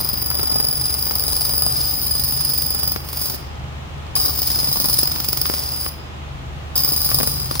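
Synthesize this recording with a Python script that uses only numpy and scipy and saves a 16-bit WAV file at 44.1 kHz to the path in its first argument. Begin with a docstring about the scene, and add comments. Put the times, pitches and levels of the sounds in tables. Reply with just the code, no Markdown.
"""A high, throbbing, sizzling whine in three bursts: a pulsed laser strips rust from a cast metal pedal.
Each pulse is a tiny plasma snap, about 5000 a second. A mirror sweeps the spot to and fro, so the whine
throbs, bends in pitch and sputters wherever it crosses dirt; the plume puffs and loose flakes pop off.
The workshop echoes the laser, and a fume extractor hums and rushes throughout."""
import sys
import numpy as np
from scipy import signal
from scipy.fft import rfft, irfft, next_fast_len
from scipy.io import wavfile
from scipy.ndimage import uniform_filter1d, map_coordinates

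SR = 44100
rng = np.random.default_rng(int(sys.argv[2]) if len(sys.argv) > 2 else 0)


def file_out(sig):
    """Save sig as 16-bit WAV at sys.argv[1]."""
    # one column per channel
    cols = np.atleast_2d(sig).T
    # limit, then scale
    lim = np.clip(cols, -1, 1)
    pcm = np.round(lim * 32767).astype(np.int16)
    wavfile.write(sys.argv[1], SR, pcm)


N = 335160
TIME_S = np.arange(N) / SR
PULSE_HZ, SWEEP_HZ = 4999.4, 23.5
LEFT_RIGHT = np.array([[.5], [-.5]])  # each channel takes half of a difference


def amp(db):
    return 10 ** (np.asarray(db) / 20)


def unit_rms(x):
    return x / np.sqrt(np.mean(x ** 2, axis=-1, keepdims=True) + 1e-20)


def log_interp(points, hz):
    """Rows of (f/Hz, value), interpolated on a log axis."""
    point_hz, values = np.transpose(points)
    return np.interp(np.log(hz + 1), np.log(point_hz + 1), values)


def curves(rows):
    """Each column after t/s, interpolated per sample."""
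    times_s, *columns = np.transpose(rows)
    return np.array([np.interp(TIME_S, times_s, column) for column in columns])


def wobble(rate_hz):
    """Smooth random curve, rate_hz knots a second."""
    knots = rng.standard_normal(int(N * rate_hz / SR) + 4)
    fine = np.arange(len(knots) * 4) / 4
    return np.interp(TIME_S * rate_hz, fine, map_coordinates(knots, [fine]))


def filtered(x, response):
    """x through response(f/Hz)."""
    size = next_fast_len(N + SR // 4)
    return irfft(rfft(x, size) * response(np.fft.rfftfreq(size, 1 / SR)), size)[..., :N]


def coloured(x, spectrum):
    """x shaped by a spectrum, rms 1."""
    return unit_rms(filtered(x, lambda hz: amp(log_interp(spectrum, hz))))


def crackle(spectrum, spiky_db):
    """Noise whose strength jumps from one millisecond to the next."""
    return coloured(rng.standard_normal(N) * amp(spiky_db * wobble(SR / 64)), spectrum)


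# Stereo width of the air: f/Hz, side minus mid/dB
AIR_WIDTH = [(40, 3), (70, -11), (130, -13.5), (250, -8), (700, 2.5), (4400, 1.5), (8000, 0)]
def rush(spectrum):
    """Moving air: stereo noise, rms 1."""
    mid, side = rng.standard_normal((2, N))
    side = filtered(side, lambda hz: amp(log_interp(AIR_WIDTH, hz)))
    return coloured(np.array([mid + side, mid - side]), spectrum)


# Fan tones: f/Hz, relative level/dB
FAN_TONES = [(52, -44), (74.8, -34), (125.5, -42.5), (204.6, -50), (823.6, -55), (1260, -58.5),
             (1857, -63.5)]
# Level of the low background rumble, swelling with the thumps near 7.2 s: t/s, relative level/dB
LOW_RUMBLE_LEVEL = [(0, -31.0), (2.9, -30.5), (3.15, -36.5), (3.6, -31.5), (4.9, -29.8), (5.9, -34.5),
                    (6.9, -30), (7.2, -25.2), (7.6, -31.5)]
# Duct rumble spectrum: f/Hz, relative level/dB
DUCT_SPECTRUM = [(15, -31), (30, -16), (48, -4.5), (70, -2.5), (100, -4), (128, -1.5), (150, 0),
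                 (180, -15.5), (260, -20), (500, -49.5)]
# Nozzle rush spectrum: f/Hz, relative level/dB
NOZZLE_SPECTRUM = [(120, -28), (200, -6), (300, -4.5), (500, -8), (820, -7.5), (1250, -10), (1600, -15),
                   (3200, -15.5), (4900, -25.5), (7000, -28.5), (10000, -41.5), (16000, -50)]
def extractor(air_db, rumble_gain_db, hum_gain_db):
    """The fan's wavering tones, the rumble of its duct and the rush at the nozzle."""
    waver_rad = 0.41 * wobble(2.9) + 0.62 * LEFT_RIGHT
    hum = sum(amp(db + 1.15 * wobble(3.09)) * np.sqrt(2) * np.sin(2 * np.pi * hz * TIME_S + waver_rad)
              for hz, db in FAN_TONES)
    rumble = amp(rumble_gain_db + curves(LOW_RUMBLE_LEVEL)[0]) * rush(DUCT_SPECTRUM)
    air = amp(air_db + 0.33 * wobble(5.8)) * rush(NOZZLE_SPECTRUM)
    return (amp(hum_gain_db) * hum + rumble) * amp(LEFT_RIGHT * 0.17) + air


# Workshop reverberation: f/Hz, T60/s
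HALL_DECAY = [(200, 0.8), (2000, 0.19), (5000, 0.63), (10000, 0.37), (15000, 0.34)]
def workshop(x, near_db, hall_db, near_t60_s):
    """Direct sound, close echoes that shift as the spot moves, and the hall; power is kept."""
    hz, frame_s, spectra = signal.stft(rng.standard_normal((2, 2, SR // 2)), SR, nperseg=256)
    decay = amp(-60 * frame_s / log_interp(HALL_DECAY, hz)[:, None])
    hall = signal.istft(spectra * decay, SR, nperseg=256)[1]
    t = np.arange(hall.shape[-1]) / SR
    hall *= 1 - np.exp(-t / 0.0055)
    near = rng.standard_normal(hall.shape) * amp(-60 * t / near_t60_s) * (t > .001)
    echoes = (amp(near_db) * unit_rms(near) + amp(hall_db) * unit_rms(hall)) / np.sqrt(len(t))
    here, there = signal.fftconvolve(np.float32(x[None]), np.float32(echoes), axes=-1)[..., :N]
    drift_rad = 2.492 * TIME_S + 0.59 * wobble(1.99)
    heard = unit_rms(x + np.cos(drift_rad) * here + np.sin(drift_rad) * there)
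    heard *= np.std(x, axis=-1, keepdims=True)
    power = lambda v: np.abs(uniform_filter1d(v ** 2, size=SR // 6)) + np.var(v) / 10
    return heard * np.sqrt(power(x) / power(heard))


def placed(x, pan_db, phase_rad=-2.087):
    """Mono to stereo by a left-right difference in level and phase."""
    return filtered(x, lambda hz: np.exp(1j * LEFT_RIGHT * phase_rad)) * amp(LEFT_RIGHT * pan_db)


# Mirror cycle: start t/s, near turn within the sweep/ms, outward over return stroke/dB
MIRROR_TURNS = [(0, 5.1, 1), (2.02, 20.8, 1), (4.0, 12.7, -1), (4.96, 16.5, 2.5), (6.5, 16.3, -1.5)]
def mirror():
    """The mirror's progress through its sweep (0-1 from the near turn) and the outward stroke's lead."""
    start_s, turn_ms, lead_db = np.transpose(MIRROR_TURNS)
    row = np.maximum(np.searchsorted(start_s, TIME_S, 'right') - 1, 0)
    return (TIME_S - turn_ms[row] / 1000) * SWEEP_HZ % 1, lead_db[row]


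# Dirty patches: start t/s, end t/s, place in the sweep/ms, bite/dB, fade/ms, relative flake level/dB
DIRT_PATCHES = [(0, 1.7, 3.4, 5, 2.7, -34), (0, 1.44, 10.8, 4, 2.1, -38), (.35, 1.37, 31.4, 0.5, 2.5, -48),
                (2.03, 3.23, 23.1, 5, 6.4, -35.5), (3.075, 4.15, 21.2, 4.5, 1.7, -40),
                (4.36, 5.2, 33.4, 7, 4.2, -35.5), (4.35, 5.6, 3.5, 5, 5.8, -36),
                (4.956, 5.44, 9.3, 17.5, 2.3, -28), (6.75, 7.3, 37.4, 6, 3, -33),
                (6.75, 6.8, 10, 5.5, 5.5, -31), (6.75, 7.1, 24.6, 6, 3.4, -36),
                (7.49, 7.6, 20.2, 12.5, 3.6, -26.5)]
def dirt_bite(rise_ms):
    """Snap strength: differs between the strokes and leaps at each dirty patch; mean power 1."""
    progress, lead_db = mirror()
    bite = uniform_filter1d(amp(lead_db * (progress < .5)), size=SR // 800)
    scatters_db = 0.42 * rng.standard_normal((len(DIRT_PATCHES), 256))
    for (start_s, end_s, place_ms, bite_db, fade_ms, _), scatter_db in zip(DIRT_PATCHES, scatters_db):
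        on = (TIME_S > start_s) & (TIME_S < end_s)
        sweep, fraction = np.divmod((TIME_S[on] - place_ms / 1000) * SWEEP_HZ, 1)
        age_ms = fraction * 1000 / SWEEP_HZ
        shape = np.minimum(age_ms / rise_ms, 1) * np.exp(-np.maximum(age_ms - rise_ms, 0) / fade_ms)
        bite[on] += amp(bite_db + scatter_db[sweep.astype(int)]) * shape
    return bite / np.sqrt(uniform_filter1d(bite ** 2, size=round(2 * SR / SWEEP_HZ)))


def small_flakes(spread_db=2, thump_gain_db=-2.5, lag_s=.003):
    """Each crossing of a dirty patch throws off a flake of random size: t/s, crack/dB, thump/dB."""
    sweeps_s = np.arange(0, N / SR, 1 / SWEEP_HZ)
    rows = []
    for start_s, end_s, place_ms, _, _, size_db in DIRT_PATCHES:
        at_s = sweeps_s + place_ms / 1000 + lag_s
        crack_db, thump_db = size_db + spread_db * rng.standard_normal((2, len(at_s)))
        on = (at_s > start_s) & (at_s < end_s)
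        rows += np.column_stack([at_s, crack_db, thump_db + thump_gain_db])[on].tolist()
    return rows


# Big flakes bursting off: t/s, relative crack level/dB, relative thump level/dB
BIG_FLAKES = [(0.314, -25, -23), (0.395, -24, -22), (0.601, -36, -21.5), (1.067, -25, -25),
              (1.11, -21, -31.5), (2.831, -21, -32), (2.962, -21.5, -20.5), (4.164, -19, -30),
              (4.85, -20, -35), (5.16, -25, -27), (5.456, -16.5, -38), (5.499, -38, -15), (5.54, -24, -27),
              (5.864, -24, -24.5), (7.116, -20, -21), (7.203, -23, -16), (7.211, -34, -16),
              (7.234, -35, -19), (7.276, -41, -21)]
# Flake fizz spectrum: f/Hz, relative level/dB
FIZZ_SPECTRUM = [(100, -22), (400, 4), (1100, 20.5), (1700, -10.5), (3500, 7), (6000, 5), (12000, -36),
                 (16000, -36)]
def flakes(crack_gain_db, thump_gain_db, fizz_gain_db, crack_s, thump_s):
    """Loose flakes flash off: each a small blast wave, a slower push of hot gas and a brief fizz."""
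    blasts, fizz = np.zeros((2, N + SR))
    t = np.arange(SR // 32) / SR
    blast = lambda life_s: (1 - t / life_s) * np.exp(-t / life_s)
    for at_s, crack_db, thump_db in BIG_FLAKES + small_flakes():
        span = slice(round(at_s * SR), round(at_s * SR) + len(t))
        blasts[span] += amp(crack_db + crack_gain_db) * blast(crack_s)
        blasts[span] += amp(thump_db + thump_gain_db) * blast(thump_s)
        fizz[span] += amp(crack_db + fizz_gain_db) * np.exp(-t / 0.0033)
    softened = filtered(blasts[:N], lambda hz: 1 / (1 + 1j * hz / 2500) * hz / (hz + 120))
    return softened + fizz[:N] * crackle(FIZZ_SPECTRUM, spiky_db=3.5)


# Plume spectrum: f/Hz, relative level/dB
PLUME_SPECTRUM = [(60, -28), (150, 2), (300, -2), (600, -3.5), (1200, -6.5), (1600, -17.5), (2500, -30),
                  (4000, -15), (8000, -56)]
def plume(level, bite):
    """The plume puffs wherever the spot bites into dirt."""
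    return level * bite ** 1.82 * crackle(PLUME_SPECTRUM, spiky_db=3.0)


def pulse_phase(reach_m):
    """The spot recedes and returns each sweep, which bends the pulse rate down and up."""
    position = 1 - np.abs(2 * mirror()[0] - 1)
    hand_drift_m = 0.0031 * wobble(3.12)
    delay_s = (reach_m * position + hand_drift_m) / 343
    return 2 * np.pi * PULSE_HZ * (TIME_S - delay_s)


# Spectrum of the scatter in pulse size: f/Hz, relative level/dB
PULSE_SCATTER = [(10, -34), (80, -11.5), (300, -9.5), (600, -13), (1200, -18), (2500, -24), (4000, -28),
                 (6000, -80)]
# Balance of the pulse-rate partial: t/s, left minus right/dB
FUNDAMENTAL_PAN = [(0.0, 5.0), (0.55, 0.5), (2.01, 2.5), (2.52, -5), (4.34, 0.5), (5.4, -5), (5.61, -1.5),
                   (7.6, 1)]
# Balance of partials 2 and 3: left minus right/dB
UPPER_PAN_DB = [.6, 2.5]
def whine(level, sizzle, roughness, bite, tone_gains_db, sizzle_gains_db, flutter_db, jitter_rad):
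    """The even part of the pulse train whines; uneven pulse sizes sizzle round each partial."""
    phase = pulse_phase(reach_m=0.06)
    phase += jitter_rad * roughness * wobble(330)  # pits and scale shift the snaps in time
    clean_tone = np.clip(1 - .5 * roughness ** 2, 0, 1) * amp(flutter_db * wobble(260))
    rasp = 0.53 * roughness * wobble(330)
    even = level * bite ** 1.25 * (clean_tone + rasp)
    uneven = sizzle * bite ** 0.98 * crackle(PULSE_SCATTER, spiky_db=3.5)
    swing_rad = 0.34 * np.cos(2 * np.pi * mirror()[0])
    out = np.zeros((2, N))
    for k, pan_db in enumerate([curves(FUNDAMENTAL_PAN)[0], *UPPER_PAN_DB]):
        size = amp(tone_gains_db[k]) * even + amp(sizzle_gains_db[k]) * uneven
        stereo_rad = 1.696 - swing_rad + 0.86 * wobble(7)  # sweep and hand alter the path to each side
        partial = np.sqrt(2) * size * np.cos((k + 1) * phase + LEFT_RIGHT * stereo_rad)
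        out += workshop(partial, near_db=-5, hall_db=-7.5, near_t60_s=0.056) * amp(LEFT_RIGHT * pan_db)
    return out


# Laser bursts: start t/s, end t/s
BURST_TIMES = [(0, 3.36), (4.155, 5.89), (6.757, 7.6)]
def firing(edge_s, kick_db, kick_s):
    """Burst gate. A burst's first pulses are stronger; the opening burst is already under way."""
    gate = np.zeros(N)
    for start_s, end_s in BURST_TIMES:
        rise = np.clip((TIME_S - start_s) / edge_s + 1, 0, 1)
        fall = np.clip((end_s - TIME_S) / edge_s + 1, 0, 1)
        kick = amp(kick_db) * np.exp(-np.abs(TIME_S - start_s) / kick_s) * (start_s > 0)
        gate += rise * fall * (1 + kick)
    return gate


# How hard the laser works, one list a burst, relative levels: t/s, whine/dB, sizzle/dB, plume/dB
WORK_LEVELS = [
    [(0, -28, -43, -34.5), (.25, -28, -42.5, -38), (.55, -23, -40, -33), (.85, -27, -43, -44.5),
     (1.12, -26.5, -38, -37.5), (1.7, -23.5, -40, -33), (2, -27, -41.5, -39.5), (2.13, -24.5, -40.5, -40),
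     (2.92, -26.5, -40.5, -38), (3.01, -49, -52, -61), (3.24, -24, -34.5, -35.5), (3.36, -35.5, -40.5, -37)],
    [(4.155, -22.5, -35, -35.5), (4.27, -23.5, -35, -29.5), (4.35, -29.5, -38, -36.5),
     (4.45, -24.5, -37, -39), (4.88, -23.5, -34.5, -31.5), (4.99, -22, -33.5, -37.5),
     (5.14, -28, -37.5, -42), (5.48, -26.5, -37, -40), (5.62, -29.5, -39, -38.5), (5.89, -30, -42, -48)],
    [(6.757, -22.5, -35.5, -35.5), (6.92, -22.5, -36, -36.5), (7.03, -23, -35.5, -40),
     (7.2, -23.5, -34.5, -31), (7.43, -30.5, -40.5, -41.5), (7.6, -29, -36.5, -40)],
]
def laser():
    """Whine and sizzle of the pulse train, with the plume's puffs and the flakes' pops below them."""
    gate = firing(edge_s=0.002, kick_db=-1, kick_s=0.0051)
    whine_db, sizzle_db, plume_db = curves(sum(WORK_LEVELS, []))
    roughness = np.clip(1.5 + .073 * (sizzle_db - whine_db), 0, 1)  # more sizzle, rougher metal
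    bite = dirt_bite(rise_ms=1.82)
    buzz = whine(gate * amp(whine_db), gate * amp(sizzle_db), roughness, bite,
                 tone_gains_db=[-.5, -3.5, 3], sizzle_gains_db=[5.2, 3, 8.5],
                 flutter_db=2.0, jitter_rad=0.41)
    puffs = plume(gate * amp(plume_db), bite)
    pops = flakes(crack_gain_db=14.5, thump_gain_db=13, fizz_gain_db=-1, crack_s=0.00015, thump_s=0.001)
    puffs = workshop(placed(puffs, pan_db=2.5), near_db=-5.5, hall_db=-18, near_t60_s=0.032)
    pops = workshop(placed(pops, pan_db=5), near_db=-11.5, hall_db=-21.5, near_t60_s=0.073)
    return buzz + puffs + pops


def scene():
    return laser() + extractor(air_db=-37.5, rumble_gain_db=-3.5, hum_gain_db=-1.5)


def record(dry):
    """Rounds off the tallest peaks and cuts the highest treble."""
    rounded = dry / (1 + (dry / .85) ** 6) ** (1 / 6)
    return filtered(rounded, lambda hz: hz < 15850)


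dry = scene()
out = record(dry)
file_out(out)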